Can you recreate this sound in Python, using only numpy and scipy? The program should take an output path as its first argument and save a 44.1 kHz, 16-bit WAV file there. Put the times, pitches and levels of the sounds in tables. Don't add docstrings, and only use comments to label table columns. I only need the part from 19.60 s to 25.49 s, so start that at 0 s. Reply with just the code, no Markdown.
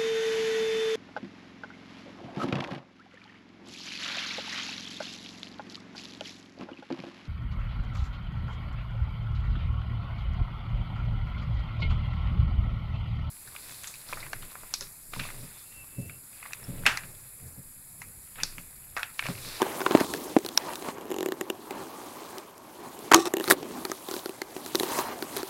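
import sys
import numpy as np
from scipy import signal
from scipy.io import wavfile

SR = 44100
rng = np.random.default_rng(int(sys.argv[2]) if len(sys.argv) > 2 else 0)


def master(y):
    cut = np.clip(np.atleast_2d(y).T, -1, 1)
    pcm = np.round(cut * 32767)
    wavfile.write(sys.argv[1], SR, pcm.astype(np.int16))


N = 259749
TIME = np.arange(N) / SR
HIT_TIME = np.arange(-SR // 200, SR // 8) / SR


def from_db(db):
    return 10 ** (np.asarray(db) / 20)


def rms_one(x):
    return x / np.sqrt(np.mean(x ** 2) + 1e-20)


def unit_hit(x):
    return x / np.sqrt(np.sum(x ** 2) / (SR / 100) + 1e-20)


def at_hz(points, hz):
    f, db = np.transpose(points)
    return np.interp(np.log(hz), np.log(f), db)


def band(low_hz, high_hz, order=2):
    return signal.butter(order, [low_hz, min(high_hz, .45 * SR)], "band", fs=SR, output="sos")


def drift(rate_hz):
    pole = np.exp(-80 * np.pi * rate_hz / SR)
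    noise = rng.standard_normal(N // 40 + 2002)
    slow = signal.lfilter([1], [1, -2 * pole, pole * pole], noise)[2000:]
    return np.interp(np.arange(N) / 40, np.arange(len(slow)), rms_one(slow))


def resonate(x, hz, width):
    r = np.exp(-np.pi * width / SR)
    zeros = np.array([1, 0, -1]) * (1 - r * r) / 2
    poles = [1, -2 * r * np.cos(2 * np.pi * hz / SR), r * r]
    return signal.lfilter(zeros, poles, x)


def alternating_modes(x, modes, gains):
    return sum((-1) ** k * gain * from_db(db) * resonate(x, hz, width)
               for k, ((hz, width, db), gain) in enumerate(zip(modes, gains)))


def dying(t, t60):
    return from_db(-60 * np.abs(t) / t60) * (t >= 0)


def spaced(first, last, count):
    return np.linspace(first, last, max(int(round(count)), 1))


def add(out, s, hit):
    i = max(round((s + HIT_TIME[0]) * SR), 0)
    out[i:i + len(hit)] += hit[:N - i]


def grains(per_s, spread_db):
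    born = rng.random(N) < per_s * from_db(4 * drift(25)) / SR
    size = from_db(spread_db * np.minimum(rng.exponential(1, N), 4))
    return rms_one(born * size * rng.choice([-1, 1], N))


def coloured(colour, grain_share, patchy_db):
    edges = np.geomspace(28, 18000, num=20)
    centres = np.sqrt(edges[:-1] * edges[1:])
    share = np.clip(grain_share, 0, 1)
    drives = [np.sqrt(1 - share) * rng.standard_normal(N)
              + np.sqrt(share) * grains(per_s=1500, spread_db=3.0) for _ in range(2)]
    bands = []
    for k, hz in enumerate(centres):
        flicker = from_db(at_hz(colour, hz) + patchy_db * drift(17.0))
        bands.append(signal.sosfilt(band(edges[k], edges[k + 1]), drives[k % 2]) * flicker)
    return centres, np.array(bands)


def fracture(t60, tail_db, tail_t60, spike):
    swell = from_db(-4.5) * dying(-HIT_TIME, t60=0.0076)
    burst = dying(HIT_TIME, t60) + from_db(tail_db) * dying(HIT_TIME, tail_t60)
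    return rng.standard_normal(len(HIT_TIME)) * (swell + burst) + spike * (HIT_TIME == 0)


def below_cut(x):
    return signal.sosfilt(signal.butter(2, 200, "high", fs=SR, output="sos"), x)


# f/Hz, relative level/dB, t60/s at ring 1
CASE_MODES = [(255, -11, .025), (345, 0, .045), (378, -5, .1), (450, -13, .025), (590, -18, .035),
              (775, -16, .065)]


def case_thud(ring):
    weights = from_db(1.3 * rng.standard_normal(len(CASE_MODES)))
    modes = [weight * from_db(db) * dying(HIT_TIME, t60 * ring) * np.cos(2 * np.pi * hz * HIT_TIME)
             for (hz, db, t60), weight in zip(CASE_MODES, weights)]
    padded = signal.sosfilt(signal.butter(2, 1000, fs=SR, output="sos"), sum(modes))
    return unit_hit(below_cut(padded))


# f/Hz, relative density level/dB per Hz
AIR_COLOUR = [(30, -11), (100, 9.5), (350, 0), (950, 2), (2000, -19), (5500, -7.5), (11500, -41),
              (15500, -34)]
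AIR_DB = -61.5
WHINE_HZ, WHINE_DB = 11700, -66


def air():
    _, bands = coloured(AIR_COLOUR, grain_share=0, patchy_db=-1.0)
    whine = resonate(rng.standard_normal(N), WHINE_HZ, width=110)
    whine = rms_one(resonate(whine, WHINE_HZ, width=110))
    return from_db(AIR_DB) * rms_one(bands.sum(axis=0)) + from_db(WHINE_DB) * whine


# start t/s, length/s, brushing level/dB,
# weight level/dB and hiss level/dB, both relative to the brushing
SWISHES_CLOSE = [(0, 0.028, -32, -4, -11), (.31, .11, -33.5, -1, -11), (.98, 0.046, -43, -4, -22),
                 (1.05, 0.083, -38.5, -6, -29.5), (1.23, 0.069, -39.5, -11, -7.5),
                 (2.1, 0.12, -45.5, 6, -18), (2.73, 0.064, -45.5, 0.5, -13), (3.17, 0.11, -50, 5, -7),
                 (3.651, 0.03, -35.5, -20, -14), (3.815, 0.062, -48, -7, 8), (3.89, 0.045, -33, 7, -1.5),
                 (4.5, 0.092, -48, 3.5, 8), (4.95, 0.067, -56, 7, -1), (5.269, .14, -34.5, -3, 0),
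                 (5.4, .13, -39, -7, -18), (5.74, 0.07, -43, 4.5, 1.5)]
SWELL_SHARE, EASE_SHARE = 0.87, 0.16


def swish_powers():
    power = np.zeros((3, N))
    for s, length, db, weight_db, hiss_db in SWISHES_CLOSE:
        phase = (TIME - s) / length
        swell = np.clip(phase / SWELL_SHARE + .5, 0, 1)
        ease = np.exp(-np.maximum(phase - 1, 0) / EASE_SHARE)
        levels = from_db([[db + weight_db], [db], [db + hiss_db]])
        power += (levels * swell * ease) ** 2
    return power


# t/s, then control level/dB of the
STIR_LEVELS = [(0, -39.5, -34.5, -43.5), (0.28, -40.5, -38.5, -41), (0.46, -37, -45, -41.5),
               (0.7, -42.5, -44, -44.5), (0.79, -43.5, -50, -50), (1.16, -43.5, -46, -43),
               (1.4, -43.5, -46, -56.5), (1.6, -41, -47, -52.5), (1.98, -48, -50, -55.5),
               (2.15, -44.5, -45, -49.5), (2.72, -47.5, -45.5, -48.5), (2.95, -55, -52.5, -58.5),
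               (3.48, -43.5, -46, -48), (3.72, -50, -46.5, -56), (3.98, -39, -47, -51),
               (4.18, -39.5, -44.5, -45.5), (4.38, -49, -49, -48.5), (4.62, -51.5, -47, -46),
               (4.86, -50.5, -50, -52), (5.2, -41, -45, -39), (5.54, -41, -44, -46),
               (5.89, -51, -44.5, -44)]
# f/Hz, relative density level/dB per Hz
RUSTLE_SPECTRUM = [(30, -20), (60, -10.5), (130, -7.5), (230, 1), (350, 5.5), (560, -6.5), (950, -4.5),
                   (1400, -15.5), (2400, -13), (4200, 0.5), (6500, -7), (8500, 0), (11500, -2),
                   (15500, -6.5)]
# f/Hz, width/Hz, relative level/dB
SWISH_RESONANCES = [(930, 95, 3), (1800, 570, -11), (2800, 120, -15.5), (4120, 160, -12),
                    (5050, 130, -17.5)]
SWISH_RING_DB = -3


def rustle():
    s, *columns = np.transpose(STIR_LEVELS)
    swishing = swish_powers()
    stir = from_db([np.interp(TIME, s, db) for db in columns])
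    press, brush, hiss = np.sqrt(stir ** 2 + swishing)

    centres, bands = coloured(RUSTLE_SPECTRUM, grain_share=0.32, patchy_db=2.4)
    out = np.zeros(N)
    for gain, weights in [(press, [1, 0, 0, 0]), (brush, [0, 1, 1, 0]), (hiss, [0, 0, 0, 1])]:
        shares = np.interp(np.log(centres), np.log([400, 800, 1400, 3400]), weights)
        out += gain * from_db(-1.47) * rms_one(shares @ bands)

    ticks = sum(rms_one(resonate(grains(per_s=26, spread_db=2.0), hz, width=hz / 4))
                for hz in [1900, 3800, 6500, 9800])
    crunch = sum(rms_one(resonate(grains(per_s=45, spread_db=2.0), hz, width=hz / 5))
                 for hz in [560, 800, 1050])
    friction = grains(per_s=3300, spread_db=3.5)
    ring = rms_one(alternating_modes(friction, SWISH_RESONANCES, np.ones(len(SWISH_RESONANCES))))
    out += hiss * from_db(-16) * ticks
    out += brush * from_db(-11.5) * crunch
    return out + np.sqrt(swishing[1]) * from_db(SWISH_RING_DB) * ring


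def snap(db, sharp_db, thud_db, wood_hz, stalk_hz, splinter_db):
    knock = signal.sosfilt(band(596, 2080), fracture(t60=.011, tail_db=-18, tail_t60=.05, spike=5))
    crack = signal.sosfilt(band(2450, 6570), fracture(t60=0.0041, tail_db=-13.5, tail_t60=0.023, spike=10.0))
    splinter = signal.sosfilt(band(8100, 14500), fracture(t60=0.0071, tail_db=-40, tail_t60=0.018, spike=1.0))
    low = unit_hit(knock + 1.87 * resonate(knock, wood_hz, width=150))
    high = unit_hit(crack + 2.54 * resonate(crack, stalk_hz, width=350))
    high = high + from_db(splinter_db) * unit_hit(splinter)
    wood = unit_hit(low + from_db(sharp_db) * high)
    return from_db(db) * wood + from_db(thud_db) * case_thud(ring=1.0)


# t/s, level/dB (rms over 10 ms, into the microphone),
# crack over knock level/dB, thud in the case level/dB, knock f/Hz, crack f/Hz
TWIG_SNAPS = [(.019, -24, -7, -20.5, 1060, 2600), (0.0274, -29, -13, -24, 1620, 2600),
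              (0.2638, -19, -22, -24, 930, 2600), (0.3109, -29, -20, -43, 1000, 2600),
              (.406, -28, -5, -49, 884, 2630), (.5379, -29.5, -3, -45, 1710, 2630),
              (0.7872, -39.5, 10, -31, 840, 7300), (0.8487, -39, -1, -32.5, 960, 3600),
              (0.863, -33, 5, -34.5, 990, 4170), (.8887, -35.5, 9, -47, 1300, 3570),
              (.976, -15, 10.5, -50, 1590, 5560), (1.1352, -40, 3, -45, 1660, 2600),
              (1.1565, -37, 10, -51, 1420, 3800), (2.1085, -36, -10, -37, 810, 2450),
              (2.7832, -40, 6, -54, 790, 3800), (2.98, -52, 16, -62, 1000, 6900),
              (3.3909, -47.5, 22, -47, 980, 7400), (3.6794, -43, -1, -48, 1007, 7260),
              (3.517, -12.5, -12.5, -17, 1150, 2600), (3.524, -17.5, -9.5, -20.5, 1590, 7400),
              (3.5363, -11, -15, -28, 1140, 2600), (3.5448, -2, 6, -31, 1140, 6500),
              (3.656, -34, 8, -35, 850, 3700), (3.8415, -32, 0, -36, 1240, 3900),
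              (3.9104, -12.5, -13, -33, 1800, 2600), (4.2519, -30, 0, -31.5, 1280, 4270),
              (4.3167, -29.5, -3, -32, 1260, 6400), (4.659, -35, 0, -30, 1390, 4320),
              (4.6939, -40.5, 1, -32, 880, 2590), (4.818, -31, -4.5, -32, 2090, 4290),
              (5.0621, -37.5, 2, -41.5, 1270, 3840), (5.1487, -31.5, -3, -22.5, 1250, 2570),
              (5.1546, -23, 7, -29, 1800, 3800), (5.1987, -26, 6, -32, 1720, 3970),
              (5.2331, -30.5, -2.5, -26, 980, 2800), (5.3885, -29, -5, -26.5, 970, 6150),
              (5.6248, -32.5, -1, -31.5, 1460, 4400), (5.831, -35.5, -4.5, -30, 910, 4360)]
SPLINTER_DB = -8.5
SPLINTER_LOSS, MIDDLING_DB = 0.36, -25


def snaps():
    out = np.zeros(N)
    for s, db, sharp_db, thud_db, wood_hz, stalk_hz in TWIG_SNAPS:
        above_middling = db + min(sharp_db, 0) - MIDDLING_DB
        splinter_db = SPLINTER_DB - SPLINTER_LOSS * above_middling
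        add(out, s, snap(db, sharp_db, thud_db, wood_hz, stalk_hz, splinter_db))
    return out


# first t/s, last t/s, stalks (rounded to whole ones), typical level/dB,
# crack over knock level/dB, case thud level/dB, splinters level/dB relative to the crack
TUFT_CRUNCHES = [(0.2053, 0.216, 2, -31, -10, -31.5, -15), (.3199, 0.403, 4, -31, -8, -36, -7),
                 (3.555, 3.588, 4.03, -36, -14, -23.5, -9), (3.878, 3.8835, 2.4, -30, -2, -31, -5),
                 (3.9012, 3.9225, 5.27, -21, -1, -25, 4), (4.4887, 4.5637, 4, -36.5, 1.5, -33.5, -5),
                 (5.7667, 5.771, 2.44, -33.5, 1, -34, 1.5)]
KNOCK_HZ, STALK_HZ = 1180, 3990
STALK_SCATTER, STALK_SCATTER_DB, SPACING_SCATTER = 0.22, 1, .12


def crunches():
    out = np.zeros(N)
    for first, last, stalks, db, sharp_db, thud_db, splinter_db in TUFT_CRUNCHES:
        for s in spaced(first, last, count=stalks):
            late, louder, higher = rng.standard_normal(3)
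            pitch = 2 ** (STALK_SCATTER * higher)
            shift = late * SPACING_SCATTER * (last - first) / stalks
            stalk = snap(db + STALK_SCATTER_DB * louder, sharp_db, thud_db,
                         KNOCK_HZ * pitch, STALK_HZ * pitch, splinter_db)
            add(out, s + shift, stalk)
    return out


# t/s, blow level/dB before a fixed trim, thud f/Hz
CAMERA_BUMPS = [(0.3098, -19, 385), (.3504, -6, 317), (0.3806, -23, 410), (0.4113, -17, 294),
                (.446, -30.5, 310), (.548, -30, 386), (.7658, -9, 325), (.7698, -15, 383),
                (1.224, -32.5, 354), (1.2865, -28.5, 265), (4.029, -30.5, 362), (4.2986, -30, 354),
                (4.965, -30, 370), (5.2082, -22, 393)]
BUMP_KNOCK_DB, BUMP_GRIT_DB = -21, -43.5


def bumps():
    out = np.zeros(N)
    knock_band, grit_band = band(430, 1980), band(1800, 3900, order=1)
    for s, blow_db, hz in CAMERA_BUMPS:
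        turn = 2 * np.pi * hz * HIT_TIME
        thud = dying(HIT_TIME, t60=.026) * np.sin(turn)
        thud = thud + .55 * dying(HIT_TIME, t60=.016) * np.sin(1.9 * turn)
        body = unit_hit(unit_hit(below_cut(thud)) + from_db(-6.5) * case_thud(ring=0.54))
        knock = signal.sosfilt(knock_band, fracture(t60=.016, tail_db=-20, tail_t60=.04, spike=9))
        grit = signal.sosfilt(grit_band, fracture(t60=0.018, tail_db=-11, tail_t60=0.034, spike=8.3))
        hit = from_db(blow_db - 2.5) * body
        hit = hit + from_db(blow_db + BUMP_KNOCK_DB) * unit_hit(knock)
        add(out, s, hit + from_db(BUMP_GRIT_DB) * unit_hit(grit))
    return out


# first t/s, last t/s,
# slips (rounded to whole ones when played), first and last thud level/dB
GRIP_CREAKS = [(1.383, 1.4114, 2.3, -39.5, -41), (1.4547, 1.4964, 4.2, -41, -48),
               (1.5043, 1.515, 1.8, -32.5, -27.5), (1.521, 1.629, 5.85, -31.5, -26.5),
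               (1.6606, 1.687, 2.5, -24.5, -29), (1.7214, 1.9015, 3.39, -28.5, -25.5),
               (3.7386, 3.7994, 3, -20, -27), (3.7838, 3.809, 1.6, -34, -27)]
# f/Hz, width/Hz, relative level/dB
CREAK_RESONANCES = [(775, 80, 2), (1050, 150, -4), (1800, 240, 0), (2120, 250, -5), (2850, 330, -3),
                    (4020, 420, -5), (7000, 700, -9), (7800, 300, -15), (11500, 1500, -14),
                    (14500, 1800, -16)]
SLIP_TICK_DB, TICK_DB_PER_DOUBLING = -10, 3
SLIP_SCATTER_DB = 3
SLIP_DIRECT_DB = -7.5


def creaks():
    out = np.zeros(N)
    click_band = band(1400, 8200, order=1)
    for first, last, slips, first_db, last_db in GRIP_CREAKS:
        hold_s = (last - first) / max(slips - 1, 1)
        tick_db = SLIP_TICK_DB + TICK_DB_PER_DOUBLING * np.log2(hold_s / .02)
        times = spaced(first, last, count=slips)
        levels = spaced(first_db, last_db, count=slips)
        for s, db in zip(times, levels):
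            slip = fracture(t60=.003, tail_db=-17, tail_t60=.03, spike=6)
            weights = from_db(SLIP_SCATTER_DB * rng.standard_normal(len(CREAK_RESONANCES)))
            tick = unit_hit(alternating_modes(slip, CREAK_RESONANCES, weights))
            click = unit_hit(signal.sosfilt(click_band, slip))
            tick = unit_hit(tick + from_db(SLIP_DIRECT_DB) * click)
            add(out, s, from_db(db) * (case_thud(ring=1.38) + from_db(tick_db) * tick))
    return out


# t/s, level/dB (rms into the microphone)
SCRAPE_LEVELS = [(3.545, -50), (3.56, -15.5), (3.58, -32), (3.605, -30.5), (3.635, -38), (3.66, -31.5),
                 (3.68, -29), (3.693, -68)]
# f/Hz, width/Hz, relative level/dB
SCRAPE_RESONANCES = [(348, 23, 6.5), (790, 43, -3), (1140, 62, -0.5), (1800, 120, -14.5),
                     (2580, 390, -17.5), (3700, 620, -16.5), (5400, 660, -16.5), (7400, 380, -23),
                     (9100, 620, -48)]
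# f/Hz, starting peak level/dB, t60/s
CLACK_RING = [(334, -13, .24), (738, -21, .16), (1040, -18, .07), (1136, -20, .15), (1295, -18, .06),
              (1836, -30, .13)]
CLACK_S = 3.545


def scrape():
    slips = grains(per_s=2500, spread_db=3.0)
    body = rms_one(sum(from_db(db) * resonate(slips, hz, width) for hz, width, db in SCRAPE_RESONANCES))
    drag = from_db(np.interp(TIME, *np.transpose(SCRAPE_LEVELS), left=-200, right=-200))
    t = TIME - CLACK_S
    ring = sum((-1) ** k * from_db(db) * dying(t, t60) * np.sin(2 * np.pi * hz * t)
               for k, (hz, db, t60) in enumerate(CLACK_RING))
    return body * drag + ring


def scene():
    return (air() + rustle() + snaps() + crunches() + bumps() + creaks() + scrape())[None]


CUTOFF_HZ = 15950


def record(dry):
    clipped = dry / (1 + dry ** 6) ** (1 / 6)
    clipped = signal.sosfilt(signal.butter(1, 30, "high", fs=SR, output="sos"), clipped)
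    return signal.sosfilt(signal.ellip(10, .1, 90, CUTOFF_HZ, fs=SR, output="sos"), .93 * clipped)


dry = scene()
out = record(dry)
master(out)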